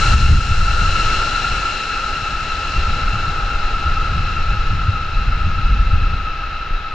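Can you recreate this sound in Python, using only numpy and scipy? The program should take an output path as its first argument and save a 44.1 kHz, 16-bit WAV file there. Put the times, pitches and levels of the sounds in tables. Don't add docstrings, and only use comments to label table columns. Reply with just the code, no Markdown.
import sys
import numpy as np
from scipy import signal
from scipy.fft import rfft, irfft, next_fast_len
from scipy.io import wavfile
from scipy.ndimage import uniform_filter1d

SR = 44100
rng = np.random.default_rng(int(sys.argv[2]) if len(sys.argv) > 2 else 0)


def persist_wave(psi):
    counts = np.round(np.clip(psi, -1, 1) * 32767).astype(np.int16)
    wavfile.write(sys.argv[1], SR, np.atleast_2d(counts).T)


N = 306044
TIME = np.arange(N) / SR

# (time [s], rate [Hz])
BLADE_PITCH = [(0, 1344), (1.1, 1338), (3.4, 1323), (6.94, 1309)]
# (pitch [times the blade rate], width [Hz], level [dB])
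MAIN_WHINE = [(.974, 47, -6), (1.006, 67, -3.5), (1.044, 90, -10), (1.03, 313, -13)]
# (pitch [times the blade rate], width [Hz], level [dB])
LOW_WHINE = [(.622, 38.4, -1.5), (.558, 36, -11)]
# (pitch [times the blade rate], width [Hz], level [dB])
HIGH_WHINE = [(1.26, 210, -8.1), (1.62, 140.4, -14), (2.024, 189, -1.5), (2.04, 420, -4), (3.03, 300, -5.5),
              (3.1, 602, -9.5), (4.015, 440, -12), (5.07, 620, -15)]
# (frequency [Hz], level [dB])
HISS_SPECTRUM = [(500, -17.5), (1000, -7), (1500, .3), (1950, -2), (2900, -2), (3500, -4), (4700, -5.5),
                 (6200, -10), (8000, -13), (9300, -20), (10500, -27.5), (12500, -48.5), (15000, -68.5)]
# (frequency [Hz], level [dB])
ROAR_SPECTRUM = [(20, -11.5), (60, 0.5), (130, 2), (200, 0), (300, 0.6), (450, .7), (700, -0.9), (1000, -3),
                 (2000, -8), (4000, -27.5), (9000, -73)]
# (time [s], main whine [dB], overtones, hiss and roar [dB])
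JET_SWELLS = [(0, -.5, -1.3), (.2, 1.2, 0.4), (.4, -1, 0), (.8, 2, .4), (1.15, .5, 1), (1.68, -0.5, 0),
              (1.82, -5, -1.1), (1.94, -0.5, -1), (2.35, -1.6, -1.3), (2.75, -1.5, 0.9), (3.0, .8, .5),
              (3.5, -.5, -0.3), (4.0, 3, 0.6), (4.16, 0, 0.7), (4.78, 0, .3), (4.9, 3, -0.1),
              (5.1, -1.5, -.4), (5.3, 0, .5), (6.25, 0, 0), (6.94, -1, -.5)]
# (time [s], large eddies [dB], small eddies [dB])
WIND_STRENGTH = [(0, -16.5, -24), (.24, -8, -12.5), (.39, -8, -10), (.44, -14.5, -21.5), (.62, -10.5, -19),
                 (1.0, -16.5, -25.5), (1.4, -24.5, -35), (1.55, -22.5, -31.5), (1.8, -31, -42),
                 (2.2, -27, -35.5), (2.72, -26, -33.5), (2.8, -18, -25.5), (3.3, -22, -28),
                 (3.7, -18.5, -36), (3.9, -19, -26), (4.7, -18.5, -24.5), (5.04, -24, -31),
                 (5.16, -18, -25.5), (6.0, -15, -24.5), (6.28, -24, -34.5), (6.94, -28.5, -40.5)]
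# (frequency [Hz], level [dB])
SWELL_SPECTRUM = [(2, -35.5), (10, -3), (16, 1.5), (24, 0.5), (36, -3.5), (50, -6), (70, -17.5),
                  (110, -36.5), (600, -110)]
# (frequency [Hz], level [dB])
FLUTTER_SPECTRUM = [(10, -45), (35, -16.5), (55, -2), (80, 0.5), (100, -6), (130, -10), (180, -25.5),
                    (330, -45), (600, -62), (4000, -110)]
# (frequency [Hz], level [dB])
RUFFLE_SPECTRUM = [(30, -44.5), (100, -12), (140, 0), (180, -4), (230, -11), (330, -24), (600, -46),
                   (4000, -100)]
# (time [s], level [dB], pitch [Hz])
THUMPS = [(0.129, 2, 59.6), (0.238, 0, 76), (0.317, 0.5, 66.3), (0.504, -1.5, 85), (0.615, -6.5, 30),
          (0.804, -11, 37.9), (0.87, -18, 85), (1.532, -19, 38), (2.303, -20.5, 38), (2.766, -13.5, 55),
          (3.141, -21, 110), (3.26, -20, 95), (3.858, -15.5, 67), (4.12, -15.5, 90), (4.16, -11.5, 29.9),
          (4.48, -13, 35), (4.727, -9.5, 74.5), (4.88, -6.5, 91.3), (5.267, -10.5, 45.8),
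          (5.44, -17.5, 70.6), (5.697, -8, 46.3), (5.783, -11, 46), (5.926, -10, 80), (6.125, -15.5, 70),
          (6.69, -12, 25)]
# (frequency [Hz], likeness [0 to 1])
STEREO_LIKENESS = [(30, .997), (200, .962), (700, .972), (1300, 0.95), (2000, .77), (2700, 0.78),
                   (4000, .73), (9000, .72)]
# (frequency [Hz], left minus right [dB])
STEREO_BALANCE = [(50, 0.5), (200, 1.1), (780, 1.7), (950, 3), (1250, .5), (1620, 5.5), (2000, 0),
                  (2380, 5), (2620, 1.4), (3000, 5.5), (4100, 6.5), (5500, 8.5), (7000, 9.5), (10000, -4.5)]
# (frequency [Hz], phase lead [radians])
STEREO_PHASE = [(30, 0), (180, .3), (700, .08), (1100, 0.1), (1420, 0.45), (1830, -0.3), (2150, .5),
                (2480, 0.1), (2900, .5), (3800, .2), (5300, 0), (6700, -.74), (9500, -2.5)]

SPEED_M_S, START_DISTANCE_M = 65, 132.8


def from_db(db):
    return 10 ** (np.asarray(db) / 20)


def rms_one(x):
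    return x / np.sqrt(np.mean(x ** 2) + 1e-20)


def in_time(rows):
    times, *columns = np.transpose(rows)
    return [np.interp(TIME, times, column) for column in columns]


def at_hz(rows, hz):
    frequencies, values = np.transpose(rows)
    return np.interp(np.log(hz), np.log(frequencies), values)


def slow_noise(edge_hz, count=1):
    step, run_in = 12, 2000
    lowpass = signal.butter(3, edge_hz, fs=SR / step, output="sos")
    noise = rng.standard_normal((count, N // step + run_in + 2))
    slow = rms_one(signal.sosfilt(lowpass, noise)[:, run_in:])
    joined = slow[:, :-1, None] + np.diff(slow)[:, :, None] * (np.arange(step) / step)
    return joined.reshape(count, -1)[:, :N]


def evened(x, span_s):
    power = uniform_filter1d(np.mean(x ** 2, axis=0), int(span_s * SR))
    return x / np.sqrt(power + 1e-9)


def stereo(mid, side, hz):
    alike = at_hz(STEREO_LIKENESS, hz)
    return np.sqrt((1 + alike) / 2) * mid + np.sqrt((1 - alike) / 2) * side * [[1], [-1]]


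def turbulence(spectrum):
    size = next_fast_len(N, True)
    hz = np.maximum(np.fft.rfftfreq(size, 1 / SR), 1)
    mid, side = rng.standard_normal((2, len(hz))) + 1j * rng.standard_normal((2, len(hz)))
    shaped = from_db(at_hz(spectrum, hz)) * stereo(mid, side, hz)
    return rms_one(irfft(shaped, size)[:, :N])


def fan_whine(tones):
    blade_hz, = in_time(BLADE_PITCH)
    whine = np.zeros((2, N))
    for multiple, width_hz, db in tones:
        hz = multiple * blade_hz
        phase = 2 * np.pi * np.cumsum(hz) / SR
        scatter = slow_noise(width_hz / 2, count=4)
        mid, side = scatter[:2] * np.cos(phase) + scatter[2:] * np.sin(phase)
        whine += from_db(db) * stereo(mid, side, hz.mean())
    return whine


def dulled_by_air(x, pivot_hz):
    loss_db_per_m, steepness = .00114, 1.853
    hz, seconds, frames = signal.stft(x, SR, nperseg=1024)
    tilt = (hz[:, None] / 1000) ** steepness - (pivot_hz / 1000) ** steepness
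    loss_db = loss_db_per_m * tilt * SPEED_M_S * seconds
    return signal.istft(frames * from_db(-loss_db), SR)[1][:, :N]


def receding(start_db, fall_db):
    return start_db - fall_db * np.log10(1 + SPEED_M_S * TIME / START_DISTANCE_M)


def jet():
    beam = np.exp(-((TIME - 3.55) / .65) ** 2)
    waver = slow_noise(7.8, count=3)
    main_db = receding(-18.5, fall_db=14.5) + .6 * waver[0]
    low_db = receding(-38.5, fall_db=11.5) + 4.2 * beam + .8 * waver[1]
    high_db = receding(-25.5, fall_db=20) + .62 * waver[2]
    hiss_db = receding(-25.5, fall_db=20.5)
    roar_db = receding(-29, fall_db=16.8) + 1.6 * beam
    main = from_db(main_db) * evened(fan_whine(MAIN_WHINE), span_s=.13)
    low = from_db(low_db) * evened(fan_whine(LOW_WHINE), span_s=.22)
    high = from_db(high_db) * dulled_by_air(fan_whine(HIGH_WHINE), pivot_hz=2700)
    hiss = from_db(hiss_db) * dulled_by_air(turbulence(HISS_SPECTRUM), pivot_hz=3340)
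    roar = from_db(roar_db) * turbulence(ROAR_SPECTRUM)
    shimmer = from_db(.45 * slow_noise(33))
    main_swell, rush_swell = from_db(in_time(JET_SWELLS))
    return shimmer * (main_swell * main + low) + rush_swell * (shimmer * high + hiss + roar)


def wind():
    large_db, small_db = in_time(WIND_STRENGTH)
    swell_db = large_db - .2 + 1.55 * slow_noise(8)
    flutter_db = small_db - .85
    usual_small_db = -27
    ruffle_db = -38.3 + .83 * (small_db - usual_small_db)
    swell = from_db(swell_db) * evened(turbulence(SWELL_SPECTRUM), span_s=.12)
    flutter = from_db(flutter_db) * evened(turbulence(FLUTTER_SPECTRUM), span_s=.07)
    ruffle = from_db(ruffle_db) * evened(turbulence(RUFFLE_SPECTRUM), span_s=.083)
    clumps = from_db(2.26 * slow_noise(22) + wakes_db())
    return overloaded(swell + (flutter + ruffle) * clumps + thumps())


def thumps():
    track, elapsed = np.zeros(N), TIME[:SR // 4]
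    for (start_s, db, hz), turn in zip(THUMPS, rng.random(len(THUMPS))):
        cycles, start = elapsed * hz, round(start_s * SR)
        age = cycles / .95
        thump = (age * np.exp(1 - age)) ** 2 * np.sin(2 * np.pi * (cycles + turn))
        track[start:start + len(thump)] += from_db(db) * thump[:N - start]
    return track


def wakes_db(boost_db=5, width_s=.035, delay_s=.02):
    return boost_db * sum(np.exp(-((TIME - s - delay_s) / width_s) ** 2) for s, _, _ in THUMPS)


def overloaded(x, ceiling_db=3):
    return x / (1 + (x / from_db(ceiling_db)) ** 6) ** (1 / 6)


def limiter(x, limit_db=-2.5, release_db_per_s=10, attack_s=.0034):
    peak_db = 20 * np.log10(np.abs(x).max(axis=0) + 1e-9)
    over_db = np.maximum(peak_db - limit_db, 0)
    recovery_db = release_db_per_s * TIME
    cut_db = np.maximum.accumulate(over_db + recovery_db) - recovery_db
    return x * from_db(-uniform_filter1d(cut_db, int(attack_s * SR)))


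def scene():
    return jet() + wind()


def record(dry):
    size = next_fast_len(N + SR // 2)
    hz = np.maximum(np.fft.rfftfreq(size, 1 / SR), 1)
    sides = np.array([[.5], [-.5]])
    shade = from_db(sides * at_hz(STEREO_BALANCE, hz))
    delay = np.exp(1j * sides * at_hz(STEREO_PHASE, hz))
    heard = limiter(irfft(rfft(dry, size) * shade * delay, size)[:, :N])
    amplifier_hiss = from_db(-70.5) * (rng.standard_normal(N) + .6 * rng.standard_normal((2, N)))
    treble_cut = signal.ellip(10, .1, 90, 15700, fs=SR, output="sos")
    return signal.sosfilt(treble_cut, heard + amplifier_hiss)


dry = scene()
out = record(dry)
persist_wave(out)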